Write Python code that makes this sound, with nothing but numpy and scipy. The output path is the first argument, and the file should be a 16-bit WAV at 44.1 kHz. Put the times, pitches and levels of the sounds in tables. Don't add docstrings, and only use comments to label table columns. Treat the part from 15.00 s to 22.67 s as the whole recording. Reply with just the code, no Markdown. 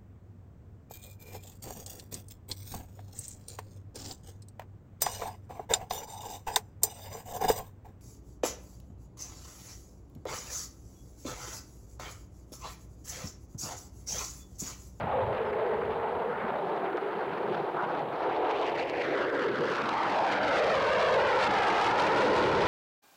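import sys
import numpy as np
from scipy import signal
from scipy.fft import rfft, irfft, next_fast_len
from scipy.io import wavfile
from scipy.ndimage import uniform_filter1d

SR = 44100
rng = np.random.default_rng(int(sys.argv[2]) if len(sys.argv) > 2 else 0)


def dump_mix(stems):
    frames = np.atleast_2d(stems).T
    limited = np.clip(frames, -1, 1)
    pcm = np.round(limited * 32767).astype(np.int16)
    wavfile.write(sys.argv[1], SR, pcm)


def volts_from_db(level):
    exponent = np.asarray(level, float) / 20
    return 10 ** exponent


N = 338247
SECONDS = np.arange(N) / SR


def rms_one(x):
    return x / np.sqrt(np.mean(x ** 2) + 1e-20)


def in_time(rows):
    times, *columns = np.transpose(rows)
    return [np.interp(SECONDS, times, column) for column in columns]


def at_hz(points, hz):
    table_hz, table_db = np.array(points).T
    return np.interp(np.log(hz + 1), np.log(table_hz), table_db)


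def drift(corner_hz):
    pole = np.exp(-2 * np.pi * corner_hz * 40 / SR)
    noise = rng.standard_normal(N // 40 + 2002)
    slow = signal.lfilter([1], [1, -2 * pole, pole ** 2], noise)[2000:]
    return np.interp(np.arange(N) / 40, np.arange(len(slow)), rms_one(slow))


def band_noise(order, low_hz, high_hz):
    band = signal.butter(order, [low_hz, high_hz], "bandpass", fs=SR, output="sos")
    return rms_one(signal.sosfilt(band, rng.standard_normal(N)))


def coloured(x, spectrum, low_hz, high_hz):
    size = next_fast_len(N)
    hz = np.fft.rfftfreq(size, 1 / SR)
    gain = volts_from_db(at_hz(spectrum, hz))
    inside = (hz > low_hz) * (hz < high_hz)
    gain = gain / np.sqrt(np.mean(gain ** 2 * inside))
    return hz, rfft(x, size) * gain


def through_air(hz, spectrum, band_db):
    place, out = 2 * np.log2((hz + 1) / 44), 0
    for k in range(18):
        share = np.cos(np.pi / 2 * np.clip(place - k, -1, 1)) ** 2
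        band = irfft(spectrum * share)[:N]
        out = out + band * volts_from_db(band_db(44 * 2 ** (k / 2)))
    return out


def off_ground(x, echo, dull_hz, waver_ms):
    lag_ms, strength = in_time(echo)
    lag_samples = (lag_ms + waver_ms * drift(15)) * SR / 1000
    late = np.interp(np.arange(N) - lag_samples, np.arange(N), x)
    strength = np.clip(strength * (1 + .15 * drift(6)), 0, 1)
    soft = signal.filtfilt(*signal.butter(1, dull_hz, fs=SR), late)
    return (x + strength * soft) / np.sqrt(1 + strength ** 2)


def exhaust(per_s, spread_db, crackle_db):
    sizes = volts_from_db(spread_db * np.minimum(rng.exponential(1, N), 5))
    born = rng.random(N) < per_s * volts_from_db(5.5 * drift(14)) / SR
    pulses = sizes * born
    shocks = rms_one(signal.lfilter([1, -.8], [1], pulses - np.mean(pulses)))
    mixing = rng.standard_normal(N)
    return (mixing - volts_from_db(crackle_db) * shocks) / np.sqrt(1 + volts_from_db(crackle_db) ** 2)


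# f/Hz, relative density/dB
HISS_SPECTRUM = [(3820, -21.5), (6500, 0), (7720, 1.5), (8280, 0), (15680, -0.5), (15780, -27)]


def tape_hiss():
    noise = rng.standard_normal(N)
    hiss_db = -77.5
    return volts_from_db(hiss_db) * irfft(coloured(noise, HISS_SPECTRUM, 7700, 15000)[1])[:N]


# f/Hz, rms level/dB
WHINE_TONES = [(15734, -95), (10790, -95), (10071, -99)]


def whine():
    return sum(np.sqrt(2) * volts_from_db(db) * np.sin(2 * np.pi * hz * SECONDS) for hz, db in WHINE_TONES)


# t/s, rms level/dB
WIND_LEVEL = [(0, -37.5), (.3, -41), (.42, -48.5), (.9, -51), (1.3, -56.5), (1.9, -70), (2.5, -63),
              (3.0, -67), (3.5, -61), (4.5, -66), (5.1, -60), (5.6, -50), (6.3, -45.5), (6.8, -48),
              (7.25, -45), (7.5, -42.5), (7.67, -36)]


def wind():
    breeze_db, lumps_db, lumps_hz = -75, 2, 4.7
    breeze = volts_from_db(breeze_db) * band_noise(2, 22, 60)
    buffet_db = in_time(WIND_LEVEL)[0] + lumps_db * drift(lumps_hz)
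    return breeze + volts_from_db(buffet_db) * band_noise(2, 62, 130)


# t/s, f/Hz, rms level/dB
BIRD_WHISTLE = [(.445, 5300, -95), (.455, 5250, -74), (.48, 5100, -73), (.503, 4800, -74),
                (.512, 4700, -95), (.52, 4700, -140)]


def bird():
    hz, level_db = in_time(BIRD_WHISTLE)
    started = SECONDS > BIRD_WHISTLE[0][0]
    phase = 2 * np.pi * np.cumsum(hz) / SR
    return started * np.sqrt(2) * volts_from_db(level_db) * np.sin(phase)


# t/s, lag/ms, strength (0-1)
LONG_BOUNCE = [(0, 4, 0.07), (.4, 4.6, 0.4), (.9, 4.65, 0.94), (1.25, 4.2, 1), (1.7, 5.1, 0.3),
               (2.3, 5.23, 0.22), (5.5, 9.74, 0.3)]


def long_bounce(x, dull_hz, waver_ms):
    return off_ground(x, LONG_BOUNCE, dull_hz, waver_ms)


# t/s, level/dB
RUMBLE_LEVEL = [(0, -43), (.4, -48.5), (.7, -49), (1.6, -48.5), (2.1, -52.5), (2.5, -39.5), (2.7, -48),
                (3.7, -53), (4.3, -49.5), (4.65, -43), (5.1, -46), (6.0, -41), (6.5, -41), (6.9, -44),
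                (7.35, -33), (7.67, -34)]


def rumble():
    eddies = long_bounce(band_noise(3, 125, 255), dull_hz=900, waver_ms=.05)
    return volts_from_db(in_time(RUMBLE_LEVEL)[0] + 2.3 * drift(7.3)) * eddies


# t/s, centre f/Hz, rms level/dB
HOWL_STRANDS = [
    [(.05, 580, -66), (.15, 552.3, -33), (.35, 499, -34), (.6, 444.7, -34.5), (.85, 421.3, -34.5),
     (1.1, 443.3, -40), (1.32, 470, -35.5), (1.45, 485, -63)],
    [(0, 800, -55), (.08, 821, -41), (.2, 850, -34.5), (.32, 922, -45), (.45, 860, -53), (.6, 850, -39),
     (.75, 800, -53), (1.0, 830, -40), (1.2, 950, -44), (1.35, 950, -60)],
    [(5.45, 620, -60), (5.6, 579.6, -35), (5.85, 551.7, -36), (6.15, 563.7, -31.5), (6.35, 520, -28),
     (6.55, 495, -57)],
    [(6.4, 930, -57), (6.55, 879, -35), (6.7, 840, -34), (6.9, 880, -33), (7.1, 920, -38), (7.3, 948, -36),
     (7.5, 950, -50)],
]


def howls():
    width_hz, wobble_hz, flutter_db = 90, 10, 1.5
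    out, low = 0, signal.butter(2, width_hz / 2, fs=SR, output="sos")
    for rows in HOWL_STRANDS:
        hz, level_db = in_time(rows)
        hz = hz + wobble_hz * drift(6)
        level_db = level_db + flutter_db * drift(9)
        a, b = signal.sosfilt(low, rng.standard_normal((2, N)))
        phase = 2 * np.pi * np.cumsum(hz) / SR
        out = out + volts_from_db(level_db) * rms_one(a * np.cos(phase) + b * np.sin(phase))
    return out


# t/s, level at 450 Hz/dB, gain of the upper roar at 800 Hz/dB
FAR_LEVEL = [(0, -42.5, 0), (.12, -36, 6), (.35, -36.5, 2.5), (.6, -34, 3), (.85, -36, -3.5),
             (1.08, -38.5, 9.5), (1.3, -39, -1), (1.55, -41.5, 10.5), (1.85, -35.5, 1.5), (2.1, -36.5, -18),
             (2.3, -40, -7), (2.5, -33, -1.5), (2.9, -41.5, 7), (3.2, -40, 3.5), (3.4, -31, 2),
             (3.75, -36.5, 6.5), (3.95, -34, -2), (4.25, -35, -18), (4.65, -30.5, -10), (4.9, -55, 7)]
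# t/s, lag/ms, strength (0-1)
FAR_GROUND = [(0, 1.2, 0.13), (.25, 1.92, 0.75), (.55, 1.9, 1), (0.849, 1.96, 0.1), (1.301, 1.97, 0.93),
              (1.7, 2.45, 0.7), (2.05, 2.82, 0.64), (2.3, 2.15, 1), (2.6, 2.55, 0.75), (3.5, 2.43, 0.47),
              (4.0, 2.15, 0.35), (4.8, 2.16, 1)]
# f/Hz, relative density/dB
FAR_SPECTRUM = [(150, -32), (250, -14.5), (330, -1.5), (400, 3), (600, 0), (900, -4.5), (1320, -16.5),
                (4000, -34.5), (5200, -85.5)]


def far_jet():
    level_db, upper_db = in_time(FAR_LEVEL)
    source = exhaust(per_s=500, spread_db=3.0, crackle_db=-12)
    throb_db = 1.0 * drift(1.5) + 2.33 * drift(25)

    def band_db(hz):
        upper = np.clip(np.log2(hz / 500) * 4.5, 0, 1)
        return level_db + upper * upper_db + throb_db + 1.0 * drift(36)

    roar = through_air(*coloured(source, FAR_SPECTRUM, 330, 640), band_db)
    roar = off_ground(roar, FAR_GROUND, dull_hz=1300, waver_ms=0.092)
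    return long_bounce(roar, dull_hz=800, waver_ms=0.037)


# t/s, level/dB
HARD_SHOCKS = [(1.9718, -17), (2.8275, -23), (2.993, -20), (3.493, -27), (3.5114, -8), (3.615, -8.5),
               (3.6676, -11), (3.685, -11), (3.785, -11), (3.898, -5.5), (3.828, -14), (4.022, -10),
               (4.156, -14), (4.178, -14), (4.3, -16), (4.61, -14), (4.7, -10), (4.758, -6), (5.0343, -8),
               (5.33, -8), (5.6, -14), (5.7538, -5), (6.0856, -13), (6.981, -2)]


def hard_shocks():
    clicks = np.zeros(N)
    clicks[[round(s * SR) for s, db in HARD_SHOCKS]] = -volts_from_db(np.array(HARD_SHOCKS)[:, 1])
    push = signal.sosfilt(signal.butter(2, [700, 3500], "band", fs=SR, output="sos"), clicks)
    return signal.sosfilt(signal.butter(4, 8000, fs=SR, output="sos"), push)


# middle t/s, gain at 5 kHz/dB, length/s
TREBLE_FLARES = [(0.52, -21, 0.015), (1.978, 8, 0.016), (2.345, 1.5, .03), (2.536, 7.5, 0.037),
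                 (2.686, -3.5, 0.1), (2.843, 9, 0.023), (3.073, -8, 0.11), (3.506, 14, 0.027),
                 (3.562, 5, .05), (3.65, 7, 0.1), (3.735, -1, 0.06), (3.86, -2, 0.045), (3.812, 5, 0.046),
                 (3.9, 2, 0.018), (4.646, -2.5, 0.097), (4.88, 1, 0.048), (5.042, 6.5, 0.022),
                 (4.04, 5, 0.038), (4.167, 3, 0.07), (4.326, -4, 0.041), (4.434, 4.5, 0.091),
                 (4.517, -8, 0.17), (4.73, 2.5, 0.12), (4.786, -2, 0.036), (5.325, 4.5, 0.035),
                 (3.23, 4, 0.044), (3.31, 1, .03), (3.45, 3, .03), (4.982, 2.5, 0.038), (5.198, 3.5, .04),
                 (5.401, -10, 0.024), (5.56, 4, 0.092), (5.762, 4, 0.022), (6.11, 4.5, 0.061),
                 (6.43, 5, 0.017), (6.493, -11, 0.031), (6.815, 3.5, 0.014), (6.94, -5, 0.085),
                 (7.363, 4.5, 0.041)]


def flares():
    t = np.arange(0, N + 40, 40) / SR
    humps = sum(db * np.exp(-(2 * (t - s) / length) ** 4) for s, db, length in TREBLE_FLARES)
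    return np.interp(SECONDS, t, humps)


# middle t/s, centre f/Hz, gain/dB, length/s, width/octaves
ROAR_PATCHES = [(1.43, 1380, 2.5, 0.34, 0.82), (1.9, 1500, 7.5, 0.17, 0.64), (2.805, 1180, 16.5, .15, 1.3),
                (3.85, 1300, -11, 0.18, 0.42), (3.91, 2850, 4, 0.39, 0.36), (3.5, 1100, 8.5, 0.1, 1.5),
                (2.2, 2300, -3, .8, .6), (.3, 3000, 3, .9, .6), (6.3, 800, -3, .25, .4),
                (5.65, 290, -3, .5, .4), (4.55, 4000, 2, .4, .5), (4.15, 830, 2.5, .25, .7),
                (4.05, 5300, 2, .2, 0.65), (4.9, 6500, 1.5, 0.27, 0.73), (0.49, 600, 3, .3, .4),
                (4.33, 2800, -6.5, 0.06, 2.5), (4.04, 3200, 2.5, 0.068, 0.97),
                (3.18, 2500, -3.5, 0.19, 0.91), (4.44, 630, -4, 0.23, 0.66), (4.5, 3200, 3, 0.065, 1.0),
                (7.35, 265, 5.5, .8, .5), (5.4, 360, 5, .4, .4), (6.7, 620, 1.5, .4, .4),
                (.75, 270, -10, 1.1, .6), (4.397, 1720, 7.5, 0.29, 0.64), (4.8, 1500, 3.5, 0.12, .8),
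                (5.02, 1030, 5, 0.13, 1.1), (3.9, 750, -5, 0.047, 2.4), (5.215, 860, 7, 0.15, 0.97),
                (6.5, 800, -3, 0.039, 1.3), (6.2, 650, 6, 0.11, 0.58), (5.88, 325, -7.5, 1.1, 0.57),
                (6.302, 830, -1.5, 0.34, .6), (7.3, 884, 2, 0.36, .6)]


def roar_patches(hz):
    t = np.arange(0, N + 40, 40) / SR
    humps = 0
    for s, centre_hz, db, length, wide in ROAR_PATCHES:
        pitch_offset = 2 * np.log2(hz / centre_hz) / wide
        humps = humps + db * np.exp(-(2 * (t - s) / length) ** 2 - pitch_offset ** 2)
    return np.interp(SECONDS, t, humps)


# t/s, level at 2 kHz/dB, gain of the air at 5 kHz/dB, gain of the low roar/dB
NEAR_LEVEL = [(0, -50, -14.5, 4), (.6, -46, -17, -6.5), (1.22, -49.5, -16, 3.5), (1.43, -44, -19.5, -5),
              (1.62, -53.5, -7, 8.5), (1.92, -46, -17, -4), (2.2, -44, -17, -2.5),
              (2.65, -47.5, -10.5, 0.5), (2.8, -51.5, -7.5, 0), (2.95, -45, -11.5, 1.5),
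              (3.4, -42.5, -11, -3), (3.8, -39.5, -4, -1.5), (4.2, -38, -6.5, 2), (4.6, -38, -1, 0.5),
              (5.0, -36, -4.5, 0), (5.22, -36.5, -2, 1.5), (5.38, -33.5, -5, -5), (5.55, -30.5, -2.5, -1),
              (5.8, -31, -2, -2), (6.15, -27.5, -2.5, 0), (6.6, -29, -1, -1.1), (7.0, -28.5, -0.5, -1),
              (7.67, -30.5, -2, -1)]
# t/s, gain/dB
BASS_GAIN = [(0, -29.5), (1.4, -5), (2.5, -6.5), (4.5, 1), (5.0, -2.5), (5.3, 1.5), (5.6, 7.5), (5.95, 0),
             (6.25, 0), (6.45, -8), (6.65, -3.5), (6.9, -6), (7.2, 3), (7.67, 3.5)]
# t/s, ratio/dB
SHOCK_SHARE = [(0, -14), (1.5, -13), (2.5, -11), (3.3, -7), (3.55, 2), (4.2, 2), (4.9, 3), (5.5, 1),
               (6.5, 0), (7.67, -1)]
# f/Hz, relative density/dB
NEAR_SPECTRUM = [(140, -58.5), (240, -25.5), (284, -4.5), (390, -4.5), (500, -2), (699, -3), (929, -3.5),
                 (1150, -9), (1300, -8), (4620, -27), (13000, -58.5)]
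# t/s, lag/ms, strength (0-1)
NEAR_GROUND = [(0, .2, .3), (3.3, .24, .5), (3.75, .38, .85), (4.0, .46, .8), (4.15, .55, .6),
               (4.55, .64, .65), (4.9, .77, .6), (5.05, 1.0, .35), (5.2, 1.15, .4), (5.5, 1.39, .75),
               (5.8, 1.76, .75), (6.1, 1.86, .85), (6.4, 2.15, .6), (6.55, 2.34, .55), (6.7, 2.41, .75),
               (6.85, 2.35, .6), (7.0, 2.23, .45), (7.15, 2.15, .45), (7.45, 2.08, .4), (7.67, 2.06, .35)]


def near_jet():
    level_db, air_db, low_db = in_time(NEAR_LEVEL)
    bass_db = in_time(BASS_GAIN)[0]
    flare_db = flares()
    source = exhaust(per_s=800, spread_db=3.6, crackle_db=in_time(SHOCK_SHARE)[0] + .45 * flare_db)
    together = 2.0 * drift(20) + 2.9 * drift(100)

    def band_db(hz):
        high = (max(hz - 2100, 0) / 2900) ** 0.95
        low = np.clip(np.log2(1500 / hz), 0, 1)
        bass = np.clip(np.log2(650 / hz) * 1.6, 0, 1)
        flicker = np.clip(hz / 3000, .6, 1.2) * 0.58 * together + 0.4 * drift(3.85)
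        flare = (hz / 5000) ** 0.45 * flare_db
        return level_db + high * air_db + low * low_db + bass * bass_db + flicker + flare + roar_patches(hz)

    roar = through_air(*coloured(source, NEAR_SPECTRUM, 1641, 2430), band_db)
    return off_ground(roar + hard_shocks(), NEAR_GROUND, dull_hz=3200, waver_ms=0.05)


def scene():
    return (wind() + bird() + rumble() + howls() + far_jet() + near_jet())[None]


def gain_control(x, knee_db, ratio, hold_ms):
    hold = int(hold_ms * SR / 1000)
    level_db = 10 * np.log10(uniform_filter1d(x ** 2, hold) + 1e-12)
    cut_db = (1 - 1 / max(ratio, 1)) * np.maximum(level_db - knee_db, 0)
    return x * volts_from_db(-uniform_filter1d(cut_db, hold))


def top_cut(x):
    return signal.sosfilt(signal.butter(12, 16600, fs=SR, output="sos"), x)


def record(dry):
    held = gain_control(dry, knee_db=-28, ratio=2.5, hold_ms=4.0)
    rounded = .17 * np.tanh(held / .17)
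    picked = signal.sosfilt(signal.butter(4, 11000, fs=SR, output="sos"), rounded)
    return top_cut(picked + tape_hiss() + whine())


dry = scene()
out = record(dry)
dump_mix(out)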